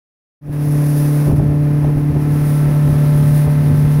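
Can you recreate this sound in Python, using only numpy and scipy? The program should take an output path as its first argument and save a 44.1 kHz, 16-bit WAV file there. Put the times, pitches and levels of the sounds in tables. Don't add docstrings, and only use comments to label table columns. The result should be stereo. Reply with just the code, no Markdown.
import sys
import numpy as np
from scipy.fft import rfft, irfft, next_fast_len
from scipy.io import wavfile
from scipy.ndimage import uniform_filter1d, minimum_filter1d, map_coordinates

SR = 44100
rng = np.random.default_rng(int(sys.argv[2]) if len(sys.argv) > 2 else 0)


def master_out(mix):
    frames = np.transpose(np.atleast_2d(mix))
    ceiling = np.clip(frames, -1, 1)
    pcm = np.round(ceiling * 32767).astype(np.int16)
    wavfile.write(sys.argv[1], SR, pcm)


N = 176400

# (time [s], firing rate [Hz])
FIRING_RATE = [(0.7, 147.0), (1.05, 146.7), (1.4, 147.2), (1.8, 147.1), (2.2, 147.1), (2.6, 147.7),
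               (3.0, 147.2), (3.4, 147.6), (3.7, 147.7)]
# (time [s], left gain [dB], right gain [dB])
EXHAUST_ROLL = [(.4, 0.5, -1), (.7, -1.5, -3), (1.25, -1, -2.5), (1.48, -1.5, -5.5), (1.62, -0.5, -2),
                (1.9, -1.5, -3.5), (2.15, -3.5, -5.5), (2.35, -2, -2.5), (2.7, -1.5, 0.5), (2.95, -1, 0.5),
                (3.15, 0.5, 2), (3.5, 0, 0), (3.75, -1, 0.5), (4, 0, 1)]
# (time [s], gain [dB])
OCTAVE_GAIN = [(.4, 9.5), (1.2, 8.5), (2.35, 8), (2.7, 0), (3.3, -2.5), (4, -11)]
# (order [x cycle rate], left [dB], right [dB], gain before the turn [dB])
ENGINE_LINES = [(5, -39, -44, 0), (6, -33, -34, -9), (7, -28, -31, -4), (9, -41, -40, -1),
                (10, -41, -44, -2), (12, -35, -40, 1), (13, -47, -47, -7), (16, -35, -37, -3),
                (18, -48, -51, -1), (19, -44, -49, -1), (20, -47, -43, -1), (23, -44, -43, -5),
                (24, -45, -49, -3), (25, -53, -44, -13), (28, -45, -52, -2), (42, -50, -51, -13),
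                (43, -52, -51, -7), (48, -54, -46, -7), (56, -57, -47, -7)]
# (frequency [Hz], gain [dB])
DRONE_COLOUR = [(200, 2), (330, 1.5), (450, -1), (700, -2.5), (900, -1), (1250, 2), (1550, 2.5), (2100, 2)]
# (time [s], gain [dB])
WHINE_GAIN = [(.4, 2.5), (1.65, 4), (2.2, -7), (2.7, 2.5), (2.95, 3.5), (3.55, 3.5), (4, -3)]
# (frequency [Hz], level per line [dB])
RASP_SPECTRUM = [(950, -56.5), (1250, -54), (1450, -60), (1900, -54.5), (2300, -61), (2700, -63),
                 (3000, -74)]
# (frequency [Hz], left [dB], right [dB])
CLATTER_SPECTRUM = [(200, -15, -7), (600, 3.5, -4.5), (1150, -6, 3), (1360, 12, 9), (1377, -11, -30),
                    (1840, -13, 3), (2450, -15, -7), (3100, -7.5, -7), (4020, -15, -6.5), (7000, -23, -23),
                    (16100, -27, -47)]
CYLINDER_DB = [3, 1, 1.8, 3.2]
# (time [s], left [dB], right [dB])
SPRAY_LEVEL = [(.42, -42, -42), (.515, -43, -45), (.53, -34, -40), (.57, -38.5, -38.5), (.7, -42, -37.5),
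               (.8, -41, -37), (.86, -37, -35), (.93, -37, -34.5), (.975, -35, -30.5), (1.03, -36, -35),
               (1.19, -33.5, -33), (1.29, -38, -37.5), (1.35, -40, -37), (1.42, -48, -47.5),
               (1.8, -45.5, -43.5), (2.13, -48, -45.5), (2.4, -38, -36.5), (2.52, -33.5, -36.5),
               (2.7, -40, -38.5), (2.9, -41.5, -38), (3.38, -31.5, -34), (3.445, -37, -36.5),
               (3.475, -41, -40), (4, -39, -38)]
# (frequency [Hz], left [dB], right [dB])
SPRAY_SPECTRUM = [(796, -3, -10), (2000, 0, 0.5), (2900, -8, -7), (3630, -0.5, -9), (5070, -10.5, 1),
                  (6120, -14, -1), (7450, -9, -8.5), (8640, -1, -8.5), (9720, 5.5, 3), (10700, 4.5, 6),
                  (11800, -3, 4), (14300, 3.5, -1.5), (17100, -3, -0.5)]
# (time [s], level [dB])
WASH_LEVEL = [(.4, -23.5), (.512, -28), (.53, -21), (.58, -28), (.75, -29.5), (.95, -29), (1.23, -26.5),
              (1.45, -32.5), (1.8, -31), (2.12, -32.5), (2.4, -28.5), (3.3, -29.5), (4, -32)]
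# (frequency [Hz], left [dB], right [dB])
WASH_SPECTRUM = [(20, -1, -15), (60, 10.5, 9), (208, 7.5, -1), (495, 6, 3.5), (826, -5, -4),
                 (1450, -11, -7), (1830, -11.5, -9.5), (2690, -14, -18.5), (2900, -18, -27),
                 (5570, -34.5, -22.5), (16000, -52, -64)]
# (time [s], level [dB])
SPATTER_LEVEL = [(.5, -51), (.69, -37), (.79, -39.5), (.88, -39.5), (.94, -42), (.98, -36), (1.04, -42.5),
                 (1.37, -45), (1.44, -63)]
# (frequency [Hz], level [dB])
SPATTER_SPECTRUM = [(3700, -31), (5600, -6), (7600, -11), (9000, -9), (10300, 6), (11500, 5), (13000, -11)]
# (time [s], half length [s], level [dB], flutter gain [dB], left over right [dB])
WIND_BUFFETS = [(0.496, 0.015, -13.5, 5, -1), (1.306, 0.027, -8, 5, 25), (1.341, 0.017, -3, -5, 11),
                (1.404, 0.013, -7.5, -6, -5), (1.433, 0.036, -12, -5, 22), (1.505, 0.035, -16, -1, -3),
                (1.728, 0.064, -22.5, -3, -3), (1.842, 0.005, -14, 4, 29), (1.892, 0.013, -20, 10.5, 4),
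                (1.97, 0.012, -12.5, -8, 18), (2.115, 0.017, -11, -20, 15), (2.164, 0.0079, -10, 3.5, 20),
                (2.31, 0.025, -21, -8, 14), (2.688, 0.0095, -11.5, -10, 20),
                (2.888, 0.033, -11.5, -2.5, 10), (3.056, 0.012, -21, 7, 0.5), (3.144, 0.018, -13, -15, 16),
                (3.241, 0.028, -13.5, -21, 23), (3.32, 0.03, -14, -12, 21), (3.48, 0.009, -8, 6, 16),
                (3.63, 0.054, -16.5, -4, 24), (3.721, 0.026, -10, -15, 15), (3.784, 0.019, -14, -12, 18),
                (3.853, .018, -10.5, -5, 18)]
# (time [s], gain [dB])
BREEZE_GAIN = [(.4, 0.5), (1.1, -17), (1.3, -3), (2.3, -1.5), (2.6, -2), (3.2, -8.5), (4, -3)]
# (frequency [Hz], level [dB])
THUMP_SPECTRUM = [(12, -11), (30, -11), (60, -3), (120, 1.5), (200, -7.5), (320, -15), (600, -31),
                  (1500, -54), (5000, -86)]
# (frequency [Hz], level [dB])
FLUTTER_SPECTRUM = [(100, 3), (250, 7), (450, 2), (760, -6.5), (950, -8.5), (1400, -23), (3000, -34),
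                    (8000, -71)]
# (time [s], level [dB], pitch [ratio], left over right [dB])
KNOCK_HITS = [(1.386, -16, .85, 8), (1.396, -8.5, 1.05, 0), (1.845, -8, 1, 22), (1.97, -17, 1.05, 15),
              (2.191, -14.5, 1.03, 20), (3.477, -8, .88, 22)]
# (frequency [Hz], level [dB], T60 [s])
HOLLOW_MODES = [(350, -4, .035), (480, -6, .025), (620, -2, .028), (750, -3, .024), (1210, -21, .02)]

CYLINDERS = 4
CYCLE_HZ = FIRING_RATE[0][1] / CYLINDERS
TIME_S = np.arange(N) / SR


def engine(jitter_cycles=.001):
    cycles = np.cumsum(curves(FIRING_RATE)[0]) / SR / CYLINDERS + jitter_cycles * wobble(25)
    return exhaust(cycles) + drone(cycles) + rasp(cycles) + ring(cycles) + clatter(cycles)


def exhaust(cycles, note_db=(-10.5, -13), octave_db=(-32, -34.5), waver_db=.21):
    note = engine_line(cycles, CYLINDERS, note_db, curves(EXHAUST_ROLL), waver_db)
    return note + engine_line(cycles, 2 * CYLINDERS, octave_db, curves(OCTAVE_GAIN), waver_db)


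def drone(cycles):
    aside, whine_db, out = facing_side(), curves(WHINE_GAIN)[0], 0
    for order, left_db, right_db, aside_db in ENGINE_LINES:
        colour_db = np.interp(order * CYCLE_HZ, *np.transpose(DRONE_COLOUR))
        gain_db = colour_db + aside * aside_db + whine_db * (order == 4 * CYLINDERS)
        out += engine_line(cycles, order, [left_db, right_db], gain_db, waver_db=1, phase=rng.random())
    return out


def engine_line(cycles, order, ports_db, gain_db, waver_db, phase=0, right_lead_s=.00017):
    lag_cycles = np.array([[.5], [-.5]]) * right_lead_s * CYCLE_HZ
    waver = np.interp(np.arange(N), np.linspace(0, N, 48), rng.standard_normal(48))
    rms = amp(ports_db)[:, None] * amp(gain_db + waver_db * waver)
    return rms * np.sqrt(2) * np.sin(2 * np.pi * (order * (cycles - lag_cycles) + phase))


def clatter(cycles, level_db=-39, aside_db=-9.5, decay_firings=1.4):
    firings = cycles * CYLINDERS
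    strength = amp(CYLINDER_DB)[np.floor(firings).astype(int) % CYLINDERS]
    bursts = uniform_filter1d(strength * np.exp(-(firings % 1) / decay_firings), size=40)
    return amp(level_db + aside_db * facing_side()) * unit(bursts) * noise(CLATTER_SPECTRUM)


def rasp(cycles, spread_db=2.5, aside_db=-4.5):
    orders = np.setdiff1d(np.arange(26, 82), np.transpose(ENGINE_LINES)[0])
    line_db = np.interp(orders * CYCLE_HZ, *np.transpose(RASP_SPECTRUM))
    peaks = np.sqrt(2) * amp(line_db + spread_db * rng.standard_normal((2, len(orders))))
    one_cycle = np.linspace(0, 1, 2048)
    phases = orders[:, None] * one_cycle + rng.random((2, len(orders), 1))
    rattle = (peaks[..., None] * np.sin(2 * np.pi * phases)).sum(axis=1)
    repeated = np.array([np.interp(cycles % 1, one_cycle, port) for port in rattle])
    return amp(aside_db * facing_side()) * repeated


def ring(cycles, order=36, peak_s=2.58, half_s=.28, level_db=-45):
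    swell = np.exp(-((TIME_S - peak_s) / half_s) ** 2)
    return amp(level_db) * swell * np.sqrt(2) * np.sin(2 * np.pi * order * cycles)


def facing_side(turn_s=2.4, half_s=.44):
    return .5 - .5 * np.tanh((TIME_S - turn_s) / half_s)


def spray(gain_db=1, surge_db=.95, flicker_db=.7):
    flicker = np.array([wobble(400), wobble(400)])
    level_db = gain_db + curves(SPRAY_LEVEL) + surge_db * wobble(24.72) + flicker_db * flicker
    return amp(level_db) * noise(SPRAY_SPECTRUM)


def wash(surge_db=1.03):
    return amp(curves(WASH_LEVEL) + surge_db * wobble(16)) * noise(WASH_SPECTRUM)


def spatter(drops_per_s=2500, spread_db=4, clump_db=1.6, ports_db=(-8, 2)):
    impacts = (rng.random((2, N)) < drops_per_s / SR) * rng.choice([-1, 1], (2, N))
    drops = impacts * amp(spread_db * rng.standard_normal((2, N)))
    level_db = curves(SPATTER_LEVEL) + np.array(ports_db)[:, None] + clump_db * wobble(69.6)
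    return amp(level_db) * noise(SPATTER_SPECTRUM, drops)


def wind(ports_db=(-19.5, -30), swing_db=3.5, flutter_db=-10, breeze_flutter_db=-4.5):
    swing = np.array([wobble(23.93), wobble(25)])
    breeze = amp(np.array(ports_db)[:, None] + curves(BREEZE_GAIN) + swing_db * swing)
    thump_power, flutter_power = breeze ** 2, (amp(breeze_flutter_db) * breeze) ** 2
    for peak_s, half_s, level_db, bright_db, pan_db in WIND_BUFFETS:
        width_s = half_s * np.where(TIME_S < peak_s, .97, 1)
        power = panned(level_db, pan_db) ** 2 * np.exp(-((TIME_S - peak_s) / width_s) ** 2)
        thump_power += power
        flutter_power += power * amp(bright_db) ** 2
    thump = np.sqrt(thump_power) * even(noise(THUMP_SPECTRUM), window_samples=1100)
    flutter = np.sqrt(flutter_power) * even(noise(FLUTTER_SPECTRUM), window_samples=600)
    return thump + amp(flutter_db) * flutter


def knocks(attack_s=.0015):
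    out, t = np.zeros((2, N + SR)), np.arange(SR // 10) / SR
    attack = 1 - np.exp(-t / attack_s)
    for start_s, level_db, pitch, pan_db in KNOCK_HITS:
        modes = sum(amp(db - 60 * t / t60_s) * np.sin(2 * np.pi * (hz * pitch * t + rng.random() / 2))
                    for hz, db, t60_s in HOLLOW_MODES)
        start = round(start_s * SR)
        out[:, start:start + len(t)] += panned(level_db, pan_db) * modes * attack
    return out[:, :N]


def amp(db):
    return 10 ** (np.asarray(db) / 20)


def panned(level_db, pan_db):
    return amp(level_db + np.minimum([[pan_db], [-pan_db]], 0))


def unit(x):
    return x / np.sqrt(np.mean(x ** 2) + 1e-20)


def even(x, window_samples):
    return x / np.sqrt(np.abs(uniform_filter1d(x ** 2, size=window_samples)) + 1e-9)


def curves(rows):
    times_s, *columns = np.transpose(rows)
    return np.array([np.interp(TIME_S, times_s, column) for column in columns])


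def wobble(knots_per_s):
    knots = rng.standard_normal(int(N * knots_per_s / SR) + 4)
    return map_coordinates(knots, [TIME_S * knots_per_s], mode="nearest")


def filtered(x, response):
    size = next_fast_len(N + SR // 2)
    return irfft(rfft(x, size) * response(np.fft.rfftfreq(size, 1 / SR)), size)[..., :N]


def noise(spectrum, source=None):
    knots_hz, *columns_db = np.transpose(spectrum)
    gain = lambda hz: amp([np.interp(np.log(hz + 1), np.log(knots_hz), db) for db in columns_db])
    return unit(filtered(rng.standard_normal((2, N)) if source is None else source, gain))


def scene():
    return engine() + spray() + wash() + spatter() + wind() + knocks()


def record(dry, ceiling=.92, hold_s=.015, fade_start_s=.41, fade_s=.31, hiss_db=-108, top_hz=15800):
    hold = int(hold_s * SR)
    needed_gain = np.minimum(1, ceiling / (np.abs(dry).max(axis=0) + 1e-9))
    limited = dry * uniform_filter1d(minimum_filter1d(needed_gain, hold), hold)
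    faded = limited * np.clip((TIME_S - fade_start_s) / fade_s, 0, 1)
    hiss = amp(hiss_db) * rng.standard_normal((2, N))
    return filtered(faded + hiss, lambda hz: 1 / (1 + (hz / top_hz) ** 400))


dry = scene()
out = record(dry)
master_out(out)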